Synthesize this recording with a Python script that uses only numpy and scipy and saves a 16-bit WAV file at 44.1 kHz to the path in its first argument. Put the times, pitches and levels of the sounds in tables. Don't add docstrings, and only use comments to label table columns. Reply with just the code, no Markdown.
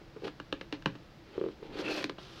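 import sys
import numpy as np
from scipy import signal
from scipy.fft import rfft, irfft, next_fast_len
from scipy.io import wavfile
from scipy.ndimage import map_coordinates

SR = 44100
rng = np.random.default_rng(int(sys.argv[2]) if len(sys.argv) > 2 else 0)


def materialize(psi):
    bounded = np.clip(np.atleast_2d(psi).T, -1, 1)
    quanta = np.round(bounded * 32767).astype(np.int16)
    wavfile.write(sys.argv[1], SR, quanta)


N = 105840

# t/s, crack level/dB, brightness/(dB per octave), tearing length/s,
# depth of the blade's resonances (0 to 1), own resonance f/Hz, its lift/dB, own dip f/Hz, its depth/dB,
# box knock level/dB, hollow note level/dB, deep thud level/dB
SEAM_SNAPS = [(0.2793, -8.5, -1, 0.0043, 0, 1250, 11, 2200, 4, 1, 6.5, -18),
              (0.3998, -4.5, -1, 0.0032, 1, 1370, 5.5, 2240, -5, -0.5, 4.5, 0),
              (0.526, 7.5, -2.6, 0.0019, 1, 3880, 9, 1950, 8, 13.5, 7.5, -13),
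              (0.6115, -3.5, -1, 0.0046, 0.28, 1970, 6, 1500, 3, 3, -8, -5),
              (0.7255, 0, 2, 0.0022, 0.31, 3220, 3, 2270, 1, 11.5, 13, -14),
              (0.7323, -7.5, 0.5, 0.026, 0, 880, 6.5, 2000, -1, 4, 2, -13),
              (0.8234, -10.5, 0, 0.0021, 1, 2900, -1, 2200, 5, -22, -29, -12),
              (0.8586, 12, -2.5, 0.0029, 1, 2600, 3, 745, 14, 16, 19, 17),
              (.9525, -11.5, -1, 0.0091, 0.74, 1400, 1, 2200, -2, -1.5, 5.5, -3),
              (2.0418, 5.5, 3.5, 0.0023, 0.27, 2220, 3, 2950, 11, 12, 17.5, 2),
              (2.0954, 0.5, -0.4, 0.0043, 0.23, 1030, 5.5, 2620, 11, 10, 7.5, 1.5),
              (2.1830, -10.5, -4.5, 0.0036, .8, 715, 14, 1820, 11, -5.5, -3, -4),
              (2.1850, -16, 1, 0.017, 0.47, 3330, 12, 2470, 16, -22, -5, -20)]
# t/s, push level/dB, tick level/dB
BLADE_SLIPS = [(.0150, -4.5, -37), (0.1632, 3, -17.5), (0.1673, 2, -15), (0.1722, -4.5, -28),
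               (.2205, -1.5, -17), (1.3788, 17, -7.5), (1.4126, 17.5, -5.5), (1.439, 17, -6.5),
               (1.4621, 16, -9.5), (1.4862, 9.5, -10), (1.6273, 5.5, -14.5), (1.7950, 10, -10.5),
               (1.8010, 6, -9), (1.826, 8.5, -8)]
# t/s, level of the box's drone/dB, level of the rasp/dB
SHORT_STROKE_LEVELS = [(.218, -62, -64), (.224, -51, -61), (.24, -36.5, -50), (.252, -37.5, -41.5),
                       (.264, -39.5, -54), (.278, -35, -42.5), (.29, -54, -53.5)]
STRAIN_LEVELS = [(1.28, -62, -64), (1.36, -49.5, -56.5), (1.44, -49, -59), (1.53, -63, -61)]
LONG_STROKE_LEVELS = [(1.6, -59, -86), (1.634, -46, -55.5), (1.72, -48, -59.5), (1.742, -43.5, -47.5),
                      (1.778, -42, -45.5), (1.8, -40, -37), (1.814, -46.5, -43.5), (1.824, -35.5, -47.5),
                      (1.85, -41.5, -40), (1.912, -34.5, -38.5), (1.934, -47, -41.5), (1.98, -37.5, -38),
                      (2.03, -48, -42.5)]
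# t/s, level/dB
HAND_LEVELS = [(2.2, -56), (2.235, -55), (2.29, -56), (2.33, -54.5), (2.39, -52.5)]
# t/s, level/dB
BLADE_LEVELS = [(1.82, -66), (1.86, -43), (1.91, -43.5), (1.94, -50.5), (1.98, -44), (2.03, -60)]
LONG_FIZZ_LEVELS = [(1.74, -80), (1.8, -49.5), (1.84, -81), (1.9, -49.5), (1.975, -47.5), (2.03, -56)]
SHORT_FIZZ_LEVELS = [(.225, -75), (.245, -62), (.28, -59.5), (.29, -78)]
HOLLOW_LEVELS = [(1.78, -68), (1.8, -48), (1.85, -68), (1.91, -48), (1.98, -42.5), (2.03, -52)]

# f/Hz, level/dB
CRACK_COLOUR = [(100, -16.5), (400, -16), (720, -1.5), (1000, -2.5), (1700, -2.5), (2800, -1.5), (4300, -8),
                (6000, -21.5), (8000, -36), (11000, -43), (15000, -48)]
PUSH_COLOUR = [(60, -35), (150, -15.5), (230, -8.5), (300, -2.5), (420, 3), (530, -5.5), (660, -14.5),
               (900, -27.5), (2000, -65.5), (6000, -104)]
THUD_COLOUR = [(40, -23.5), (95, -20), (135, 2.5), (165, 0.5), (188, 0.5), (222, -6.5), (268, -10),
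               (340, -5.5), (500, -49), (2000, -63)]
TICK_COLOUR = [(200, -17), (700, -9), (1200, -1), (2000, -13), (3000, -16.5), (5000, -53.5), (10000, -45.5)]
RASP_COLOUR = [(350, -12.5), (600, 6), (678, 1), (979, -7.5), (1110, -6), (1510, -2.5), (2040, -7.5),
               (2340, -5), (2640, -5), (3070, -5), (3290, -5), (3570, -8.5), (4260, -8.5), (5440, -22),
               (9370, -39), (11300, -37.5), (15500, -59)]
BRUSH_COLOUR = [(120, -25), (330, 7), (550, -2.5), (900, -6.5), (1350, 0), (2000, -9), (3400, -1.5),
                (5500, -9.5), (8000, -27.5), (12000, -30.5), (15500, -52)]
FIZZ_TREBLE_COLOUR = [(2500, -45), (4200, 15.5), (5500, 9.5), (7500, -5.5), (9500, -11.5), (11600, -9.5),
                      (13000, -16), (15500, -17)]
ROOM_TONE_COLOUR = [(12, -54), (20, -0.5), (90, -6.5), (122, -1), (274, -11.5), (342, -1), (372, -25),
                    (416, -11.5), (705, -16), (834, -16.5), (1100, -19.5), (1300, -18.5), (1410, -20.5),
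                    (1580, -20.5), (4950, -27.5), (8880, -48), (15500, -46.5)]
# f/Hz, level/dB
DRONE_COLOUR = [(100, 4), (240, 4.5), (400, 4), (520, 3), (680, -0.5), (800, 19.5), (1200, 12.5)]

# f/Hz, level/dB, t60/s
BOX_PANELS = [(191, -10, 0.081), (305.7, -7, 0.058), (400.6, -10.5, 0.037), (482, -18, 0.21),
              (538, -0.5, 0.24)]
# f/Hz, width/Hz, level/dB
STEEL_PEAKS = [(723, 73, -12), (1220, 140, 1.5), (1653, 90, 5.5), (2124, 393, -13.5), (2856, 190, 6.5),
               (3400, 600, -9), (4430, 140, -2), (4900, 480, -8)]
# delay/s, level/dB
WALL_REFLECTIONS = [(.0057, -13.5), (0.0133, -15)]
# f/Hz, t60/s
ROOM_DECAY = [(120, 0.49), (400, 0.13), (1200, 0.16), (3000, .21), (10000, 0.11)]
# f/Hz, level/dB
ROOM_TAIL_COLOUR = [(120, -5), (400, -8), (1200, -10.5), (3000, -13.5), (10000, -5.5)]

BLADE_HZ, BLADE_WIDTH_HZ = 2615, 240
HOLLOW_HZ, HOLLOW_WIDTH_HZ = 293, 47
FIBRES_PER_S, FIBRE_SPREAD_DB = 2600, 4.5
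CLUMPS_PER_S, CLUMP_DB = 130, 3.5
ROOM_TONE_DB = -54
TOP_HZ = 15900


def snaps(ragged=1.12, sharp=0.45, break_lag_s=0.0007, knock_lag_s=0.0014, thud_lag_s=0.00487,
          own_octaves=0.3, dip_octaves=0.13, aimed=0.59, thrown_db=-1, body_thrown_db=-2):
    cracks, thrown, knocks, hollows, thuds = np.zeros((5, N))
    t = np.arange(2048) / SR
    size = 2 * len(t)
    f = np.fft.rfftfreq(size, 1 / SR) + 1
    octaves = np.log2(np.clip(f, 700, 7000) / 2000)
    steel_db = sum(db * np.exp(-((f - hz) / width) ** 2) for hz, width, db in STEEL_PEAKS)
    for (s, crack_db, bright_db, length_s, depth, own_hz, lift_db, dip_hz, dip_db,
         knock_db, hollow_db, thud_db) in SEAM_SNAPS:
        tear = rng.standard_normal(len(t)) * np.exp(-(t / length_s) ** 2)
        tear *= ragged / np.linalg.norm(tear)
        add(tear, break_lag_s, np.array([sharp]))
        spectrum = rfft(tear, size)
        even = irfft(spectrum / np.sqrt(abs(spectrum) ** 2 + 0.2))[:len(t)]
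        even_spectrum = rfft(even, size)
        broad_db = crack_db + along(CRACK_COLOUR, f) + bright_db * octaves
        peaks_db = depth * steel_db
        peaks_db += lift_db * np.exp(-(np.log2(f / own_hz) / own_octaves) ** 2)
        peaks_db -= dip_db * np.exp(-(np.log2(f / dip_hz) / dip_octaves) ** 2)
        for track, share in (cracks, 1), (thrown, 1 - aimed):
            response = minimum_phase(broad_db + share * peaks_db)
            add(track, s, irfft(even_spectrum * response))
        add(knocks, s + knock_lag_s, amp([knock_db]))
        add(hollows, s + thud_lag_s, amp([hollow_db]))
        add(thuds, s + thud_lag_s, amp([thud_db]))
    body = box(knocks) + hollow(hollows) + filtered(thuds, causal(THUD_COLOUR))
    return cracks + body, amp(thrown_db) * thrown + amp(body_thrown_db) * body


def slicing(drone_db=-1, rasp_db=-2, low_edge_hz=450):
    f = grid()
    strokes = [SHORT_STROKE_LEVELS, STRAIN_LEVELS, LONG_STROKE_LEVELS]
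    drone_level = sum(swell(rows, column=1) for rows in strokes)
    rasp_level = sum(swell(rows, column=2) for rows in strokes)

    rubbing = filtered(fibres(smooth=0.93), causal(DRONE_COLOUR))
    drone = unit(box(rubbing)) * drone_level

    edge = causal(RASP_COLOUR) * f ** 2 / (f ** 2 + low_edge_hz ** 2)
    rasp = unit(filtered(fibres(smooth=0.76), edge)) * rasp_level

    singing = resonance(BLADE_HZ, BLADE_WIDTH_HZ) ** 2
    steel = unit(filtered(fibres(smooth=0.94), singing)) * swell(BLADE_LEVELS)

    fizz_level = swell(SHORT_FIZZ_LEVELS) + swell(LONG_FIZZ_LEVELS)
    fizz = unit(filtered(fibres(smooth=0.75), causal(FIZZ_TREBLE_COLOUR))) * fizz_level

    air = unit(hollow(fibres(smooth=0.94))) * swell(HOLLOW_LEVELS)
    return amp(drone_db) * drone + amp(rasp_db) * rasp + steel + fizz + air


def creak(tick_lag_s=0.00111):
    pushes, ticks = np.zeros((2, N))
    for s, push_db, tick_db in BLADE_SLIPS:
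        add(pushes, s, -amp([push_db]))
        add(ticks, s + tick_lag_s, amp([tick_db]))
    return box(pushes) + filtered(ticks, causal(TICK_COLOUR))


def box(force):
    ring = 0
    for hz, db, t60_s in BOX_PANELS:
        width_hz = np.log(1000) / np.pi / t60_s
        ring = ring + amp(db) * resonance(hz, width_hz)
    return filtered(force, causal(PUSH_COLOUR) * (0.58 + ring))


def hollow(force, onset_width_hz=300):
    note = resonance(HOLLOW_HZ, HOLLOW_WIDTH_HZ)
    return filtered(force, note * resonance(HOLLOW_HZ, onset_width_hz))


def fibres(smooth):
    caught = rng.random(N) < FIBRES_PER_S / SR
    sign = rng.choice([-1, 1], N)
    strength = amp(FIBRE_SPREAD_DB * np.clip(rng.standard_normal(N), -2, 2))
    catches = unit(caught * sign * strength * clumps())
    return unit(catches + smooth * rng.standard_normal(N))


def clumps():
    knots = rng.standard_normal(2048)
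    place = np.arange(N) * CLUMPS_PER_S / SR
    return amp(CLUMP_DB * map_coordinates(knots, [place], mode="wrap"))


def hand(trim_db=1):
    brush = unit(filtered(fibres(smooth=1.2), causal(BRUSH_COLOUR)))
    return amp(trim_db) * swell(HAND_LEVELS) * brush


def room(x, thrown, wall_dull_hz=1700, count=12):
    f, wet = grid(), np.zeros(N)
    echoes = sum(amp(db) * np.exp(-2j * np.pi * f * s) for s, db in WALL_REFLECTIONS)
    walls = echoes / (1 + 1j * f / wall_dull_hz)
    place = np.linspace(0, count - 1, N)
    for k in range(count):
        share = np.sin(np.pi / 2 * np.maximum(1 - abs(place - k), 0))
        wet += signal.fftconvolve(thrown * share, tail())[:N]
    return filtered(x, 1 + walls) + filtered(wet, causal(ROOM_TAIL_COLOUR))


def tail(build_s=0.001):
    hz, t, z = signal.stft(rng.standard_normal(SR // 2), SR, nperseg=256)
    fall = amp(-60 * t / along(ROOM_DECAY, hz)[:, None])
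    decay = signal.istft(z * fall, SR, nperseg=256)[1]
    decay *= 1 - np.exp(-np.arange(len(decay)) / SR / build_s)
    return decay / np.linalg.norm(decay)


def room_tone():
    colour = amp(along(ROOM_TONE_COLOUR, grid()))
    return amp(ROOM_TONE_DB) * unit(filtered(rng.standard_normal(N), colour))


def amp(db):
    return 10 ** (np.asarray(db) / 20)


def unit(x):
    return x / np.sqrt(np.mean(x ** 2) + 1e-20)


def along(points, hz):
    f, v = np.transpose(points)
    return np.interp(np.log(hz + 1), np.log(f + 1), v)


def grid():
    return np.fft.rfftfreq(2 * next_fast_len(N * 3 // 4), 1 / SR)


def filtered(x, response):
    size = 2 * (len(response) - 1)
    return irfft(rfft(x, size) * response)[:N]


def minimum_phase(db):
    c = irfft(np.log(amp(db)))
    c[1:len(c) // 2] *= 2
    c[len(c) // 2 + 1:] = 0
    return np.exp(rfft(c))


def causal(points):
    return minimum_phase(along(points, grid()))


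def resonance(hz, width_hz):
    f = grid()
    return 1j * f * width_hz / (hz * hz - f * f + 1j * f * width_hz)


def swell(rows, column=1):
    rows, t = np.array(rows), np.arange(N) / SR
    outside_s = np.maximum(rows[0, 0] - t, 0) + np.maximum(t - rows[-1, 0], 0)
    level_db = np.interp(t, rows[:, 0], rows[:, column])
    return amp(level_db) * np.exp(-outside_s / 0.018)


def add(track, s, sound):
    part = track[max(round(s * SR), 0):][:len(sound)]
    part += sound[:len(part)]


def scene():
    direct, thrown = snaps()
    rubbing = creak() + slicing() + hand()
    return (room(direct + rubbing, thrown + rubbing) + room_tone())[None]


def record(dry):
    return np.array([filtered(x, grid() < TOP_HZ) for x in dry])


dry = scene()
out = record(dry)
materialize(out)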